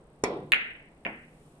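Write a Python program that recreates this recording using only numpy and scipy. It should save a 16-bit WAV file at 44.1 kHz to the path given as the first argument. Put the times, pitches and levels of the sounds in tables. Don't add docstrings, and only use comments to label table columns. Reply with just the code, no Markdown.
import sys
import numpy as np
from scipy import signal
from scipy.fft import rfft, irfft
from scipy.io import wavfile
from scipy.ndimage import uniform_filter1d, minimum_filter1d

SR = 44100
rng = np.random.default_rng(int(sys.argv[2]) if len(sys.argv) > 2 else 0)


def wav_out(sig):
    wavfile.write(sys.argv[1], SR, np.round(np.clip(np.atleast_2d(sig).T, -1, 1) * 32767).astype(np.int16))


N = 70560
CUE_S, TOP_HZ = .2389, 13500


def undb(db):
    return 10 ** (np.asarray(db) / 20)


def unit(x):
    return x / np.sqrt(np.mean(x ** 2))


def clock():
    return np.arange(N) / SR


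def freqs():
    return np.arange(N + 1) * SR / (2 * N)


def read(table, hz):
    points_hz, values = np.array(table, float).T
    return np.interp(np.log(np.maximum(hz, 1)), np.log(points_hz), values)


def colour(x, table):
    cepstrum = irfft(np.log(undb(read(table, freqs()))))
    cepstrum[1:N] *= 2
    cepstrum[N + 1:] = 0
    return irfft(rfft(x, 2 * N) * np.exp(rfft(cepstrum)))[..., :N]


def delay(x, seconds):
    return irfft(rfft(x, 2 * N) * np.exp(-2j * np.pi * freqs() * seconds))[..., :N]


def place(x, at, peak_db):
    return delay(undb(peak_db) * x / np.abs(x).max(), at)


def arrive(x, delay_ms=0, lag_ms=0, pan_db=0):
    left = delay(x, (delay_ms + lag_ms / 2) / 1000) * undb(pan_db / 2)
    right = delay(x, (delay_ms - lag_ms / 2) / 1000) * undb(-pan_db / 2)
    return np.array([left, right])


def bell(x, width):
    return np.exp(-.5 * (x / width) ** 2)


def fade(start, t60):
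    t = clock() - start
    return (t >= 0) * np.exp(-np.log(1000) * np.maximum(t, 0) / t60)


def random_steps(size):
    return np.repeat(rng.standard_normal(N // size + 1), size)[:N]


def narrow_noise(hz, width_hz):
    spectrum = rfft(rng.standard_normal(2 * N))
    return unit(irfft(spectrum * bell(freqs() - hz, width_hz))[:N])


def diffuse():
    # (frequency [Hz], side against mid [dB])
    width = [(60, -22), (200, -20), (400, -17), (750, -8), (1400, 0), (2400, 3), (5000, 1), (12000, 0)]
    ratio = undb(read(width, freqs()))
    mid, side = rfft(rng.standard_normal((2, 2 * N))) / np.sqrt(1 + ratio ** 2)
    return irfft(np.array([mid + ratio * side, mid - ratio * side]))[:, :N]


def ventilation():
    # (frequency [Hz], gain [dB])
    air_eq = [(20, -5.5), (33, -4.5), (48, -2.5), (68, -6.5), (100, -8), (150, -6.5), (235, -6.5),
              (310, -7), (480, -8), (800, -14.5), (1700, -26), (3500, -34.5), (7000, -46)]
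    air = undb(-57) * unit(colour(diffuse(), air_eq + [(TOP_HZ, -70)]))
    return air + undb(-63) * narrow_noise(hz=154.7, width_hz=14)


def hiss():
    # (frequency [Hz], gain [dB])
    hiss_eq = [(1000, -23.5), (2500, -1.5), (4500, -9.5), (6500, -8.5), (8000, -2), (9700, -4),
               (11500, -10.5), (13500, -18.5)]
    # (time [s], level [dB])
    swell = [(0, -81), (.5, -76.5), (.8, -81), (1.1, -77), (1.3, -73.5), (1.47, -69.5), (1.6, -73)]
    level_db = np.interp(clock(), *np.array(swell).T)
    return undb(level_db) * unit(colour(diffuse(), hiss_eq))


def whine():
    pulsing_hz, steady_hz = 8810, 7950
    rate_hz, first_s, width_s = 33.05, .0115, .0017
    t = clock()
    from_pulse_s = (((t - first_s) * rate_hz + .5) % 1 - .5) / rate_hz
    pulsing = undb(-68.5) * bell(from_pulse_s, width_s) * np.sin(2 * np.pi * pulsing_hz * t)
    return pulsing + undb(-87) * np.sin(2 * np.pi * steady_hz * t)


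def push(at, hz, width_s):
    t = clock() - at
    return -np.sin(2 * np.pi * hz * t) * bell(t, width_s)


def ringing(at, modes):
    t = clock() - at
    return sum(undb(db) * np.sin(2 * np.pi * hz * t) * fade(at, t60) for hz, db, t60 in modes)


def cue(hall):
    # (frequency [Hz], gain [dB])
    tick_eq = [(300, -11.5), (800, 6.5), (1200, 0), (2300, -7.5), (3900, -20.5), (5400, -2), (6200, -6),
               (8500, 0), (10500, -21.5), (14000, -37.5)]
    # (frequency [Hz], relative level [dB], t60 [s])
    shaft_modes = [(470, -17.5, 0.098), (734.5, 0.5, .2), (1013, -0.5, .2), (1327, -12.5, .22),
                   (1415, -12.5, 0.16), (1977, -12.5, .24), (2340, -6.5, .13), (2480, -20, .18),
                   (3350, -14, .13), (3620, -9.5, 0.087), (3710, -30.5, .6), (4500, -38.5, .6),
                   (5410, -3.5, 0.065), (5500, -26, 0.37)]
    # (frequency [Hz], gain [dB])
    wood_eq = [(300, -15.5), (700, -4), (1100, -1.5), (1600, -5.5), (2300, 6), (3000, -18.5), (4400, -11),
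               (5600, -30), (8000, -29), (14000, -43)]
    # (frequency [Hz], gain [dB])
    send_eq = [(4000, 3), (7000, -11), (10000, -11.5), (13000, -16)]
    tick_s = .2382
    thump = undb(-13.5) * push(CUE_S, hz=387, width_s=.0011)
    tick = undb(-20.5) * unit(colour(rng.standard_normal(N), tick_eq)) * fade(tick_s, t60=.027)
    ring = undb(-32.5) * ringing(tick_s, shaft_modes)
    wood = undb(-30) * unit(colour(diffuse(), wood_eq)) * fade(tick_s, t60=.17)
    direct = arrive(thump + ring, lag_ms=.03) + arrive(tick, lag_ms=-.057, pan_db=4.5)
    tail = reverb(thump, hall, send_db=-6) + reverb(colour(tick + ring, send_eq), hall, send_db=-7)
    return direct + wood + tail


def hall_response():
    # (frequency [Hz], t60 [s])
    decay = [(100, 0.27), (400, 0.98), (1000, 0.45), (2200, 0.57), (3500, 0.45), (6000, 0.26), (12000, 0.1)]
    onset_s, flutter_s = .0017, .012
    early_db, grain_db, flutter_db = 5.5, 2.5, 2
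    noise = rfft(diffuse(), 2 * N)
    centres_hz = 62.5 * 2 ** np.arange(0, 8.1, .5)
    tail = 0
    for hz, band_gains in zip(centres_hz, np.eye(len(centres_hz))):
        band = irfft(noise * read(np.c_[centres_hz, band_gains], freqs()))[:, :N]
        tail = tail + band * fade(0, read(decay, hz))
    grain = unit(undb(grain_db * random_steps(64)))
    early = undb(early_db) * diffuse() * grain * fade(0, t60=.14)
    step = int(flutter_s * SR)
    flutter = undb(flutter_db * uniform_filter1d(random_steps(step), step))
    onset = 1 - np.exp(-clock() / onset_s)
    return unit((tail * flutter + early) * onset) / np.sqrt(N)


def reverb(x, hall, send_db):
    return undb(send_db) * signal.fftconvolve(x[None], hall, axes=1)[:, :N]


def skid():
    # (frequency [Hz], gain [dB])
    slate_eq = [(50, -24.5), (110, -15.5), (200, -5.5), (370, 3), (560, -4), (750, -5.5), (1100, -9.5),
                (1500, -27), (2300, -24), (4000, -31.5), (10000, -71.5)]
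    # (time [s], level [dB])
    landings = [(.3065, -21.5), (.3205, -24.5), (.376, -27.5)]
    attack_s, hold_s, fall_db_per_s = .017, .095, 134
    grip_s, grip_width_s = .405, .069
    t = clock() - CUE_S
    swell = np.clip(t / attack_s, 0, 1) * undb(-fall_db_per_s * np.maximum(t - hold_s, 0))
    hops = sum(undb(db) * push(at, hz=550, width_s=.00073) for at, db in landings)
    grip = undb(-46.5) * narrow_noise(hz=170, width_hz=55) * bell(clock() - grip_s, grip_width_s)
    slide = undb(-34.5) * swell * unit(colour(diffuse(), slate_eq))
    return slide + hops + grip


def ball_click(contact_ms):
    # (frequency [Hz], gain [dB])
    ball_eq = [(100, -34.5), (500, -35), (1150, -24.5), (1550, -11), (2200, -0.5), (2900, 2), (3800, -6),
               (4700, -11), (6000, -24), (9000, -13.5), (14000, -28)]
    progress = np.minimum(clock() * 1000 / contact_ms, 1)
    force = np.maximum(np.sin(np.pi * progress), 0) ** 1.5
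    return smear(colour(force, ball_eq))


def smear(x, bass_delay_s=.0022, falloff_hz=2200):
    group_delay_s = bass_delay_s * np.exp(-freqs() / falloff_hz)
    phase_cycles = np.cumsum(group_delay_s) * SR / (2 * N)
    return irfft(rfft(x, 2 * N) * np.exp(-2j * np.pi * phase_cycles))[:N]


def reflections(click, hall, ceiling_ms, send_db):
    # (frequency [Hz], gain [dB])
    echo_eq = [(200, -1), (1300, 2.5), (1800, 2), (2450, -3), (3200, -7), (4500, -5), (8000, -17),
               (14000, -23)]
    # (delay [ms], gain [dB], left lag [ms], left over right [dB])
    paths = [(3.657, -6, -0.093, -6), (5.32, -13.5, .14, 0), (10.23, -13.5, .06, 5), (13.9, -23, 0.2, 0.5),
             (18.4, -16, 0.01, 12.5), (24.82, -12.5, 0.55, 2), (29.8, -11.5, 0.02, 4.5)]
    # (frequency [Hz], gain [dB])
    ceiling_eq = [(200, -12), (900, -2), (1300, 4), (1750, -6), (2150, 1), (2500, 3.5), (2850, 0),
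                  (3300, -13), (4500, -18), (8000, -22), (14000, -28)]
    echo = colour(click, echo_eq)
    early = sum(arrive(undb(db) * echo, ms, lag_ms, pan_db) for ms, db, lag_ms, pan_db in paths)
    ceiling = arrive(undb(5) * colour(click, ceiling_eq), ceiling_ms, lag_ms=.15)
    return early + ceiling + reverb(echo, hall, send_db)


def table_knock(clack_s, delay_s=.005, rise_s=.005):
    # (frequency [Hz], gain [dB])
    thud_eq = [(60, -13), (160, -14.5), (230, 0), (420, -5), (650, -2.5), (1100, -7.5), (2000, -34),
               (5000, -51.5)]
    # (frequency [Hz], relative level [dB], t60 [s])
    table_modes = [(211.3, -8, 0.47), (241.7, -13.5, 1), (328, -6, 0.42), (464.4, -9.5, 0.45),
                   (547, -1, 0.21), (676, -1.5, 0.17)]
    at = clack_s + delay_s
    rise = np.clip((clock() - at) / rise_s, 0, 1)
    thud = unit(colour(diffuse(), thud_eq)) * fade(at, t60=.31)
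    return rise * (thud + ringing(at, table_modes))


def clacks(hall):
    # (time [s], click peak [dB], contact time [ms], ceiling delay [ms],
    # hall send [dB], table knock gain [dB], crack peak [dB])
    hits = [(.5200, -6, .33, 14.8, 7, -43, -15.5), (1.0500, -21, 0.43, 14.2, 7.5, -36, -44.5)]
    # (frequency [Hz], gain [dB])
    crack_eq = [(1500, -34), (3200, 0.5), (4400, 11.5), (5500, -35.5), (6800, 4.5), (8000, -16),
                (9800, 9.5), (10900, -12.5), (11800, 3.5), (14000, -10)]
    # (frequency [Hz], gain [dB])
    spread_eq = [(2000, -23), (4000, -14.5), (5600, -8), (7000, 4), (8300, -5.5), (9900, 10), (11000, -4),
                 (12000, -1.5), (13300, -24)]
    impulse = 1. * (clock() == 0)
    crack, spread = colour(impulse, crack_eq), colour(impulse, spread_eq)
    mix = 0
    for at, click_db, contact_ms, ceiling_ms, send_db, knock_db, crack_db in hits:
        click = place(ball_click(contact_ms), at, click_db)
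        direct = arrive(click + place(crack, at, crack_db), lag_ms=.027)
        echoes = reflections(click, hall, ceiling_ms, send_db)
        crack_tail = reverb(place(spread, at, crack_db), hall, send_db=-10)
        mix = mix + direct + echoes + crack_tail + undb(knock_db) * table_knock(at)
    return mix


def scene():
    hall = hall_response()
    return cue(hall) + skid() + clacks(hall) + ventilation() + hiss() + whine()


def record(dry):
    threshold, window_s = .86, .004
    window = int(window_s * SR)
    needed_gain = threshold / np.maximum(np.abs(dry).max(axis=0), threshold)
    gain = uniform_filter1d(minimum_filter1d(needed_gain, window), window)
    lowpass = signal.ellip(8, .2, 70, TOP_HZ, fs=SR, output="sos")
    return signal.sosfilt(lowpass, dry * gain)


dry = scene()
out = record(dry)
wav_out(out)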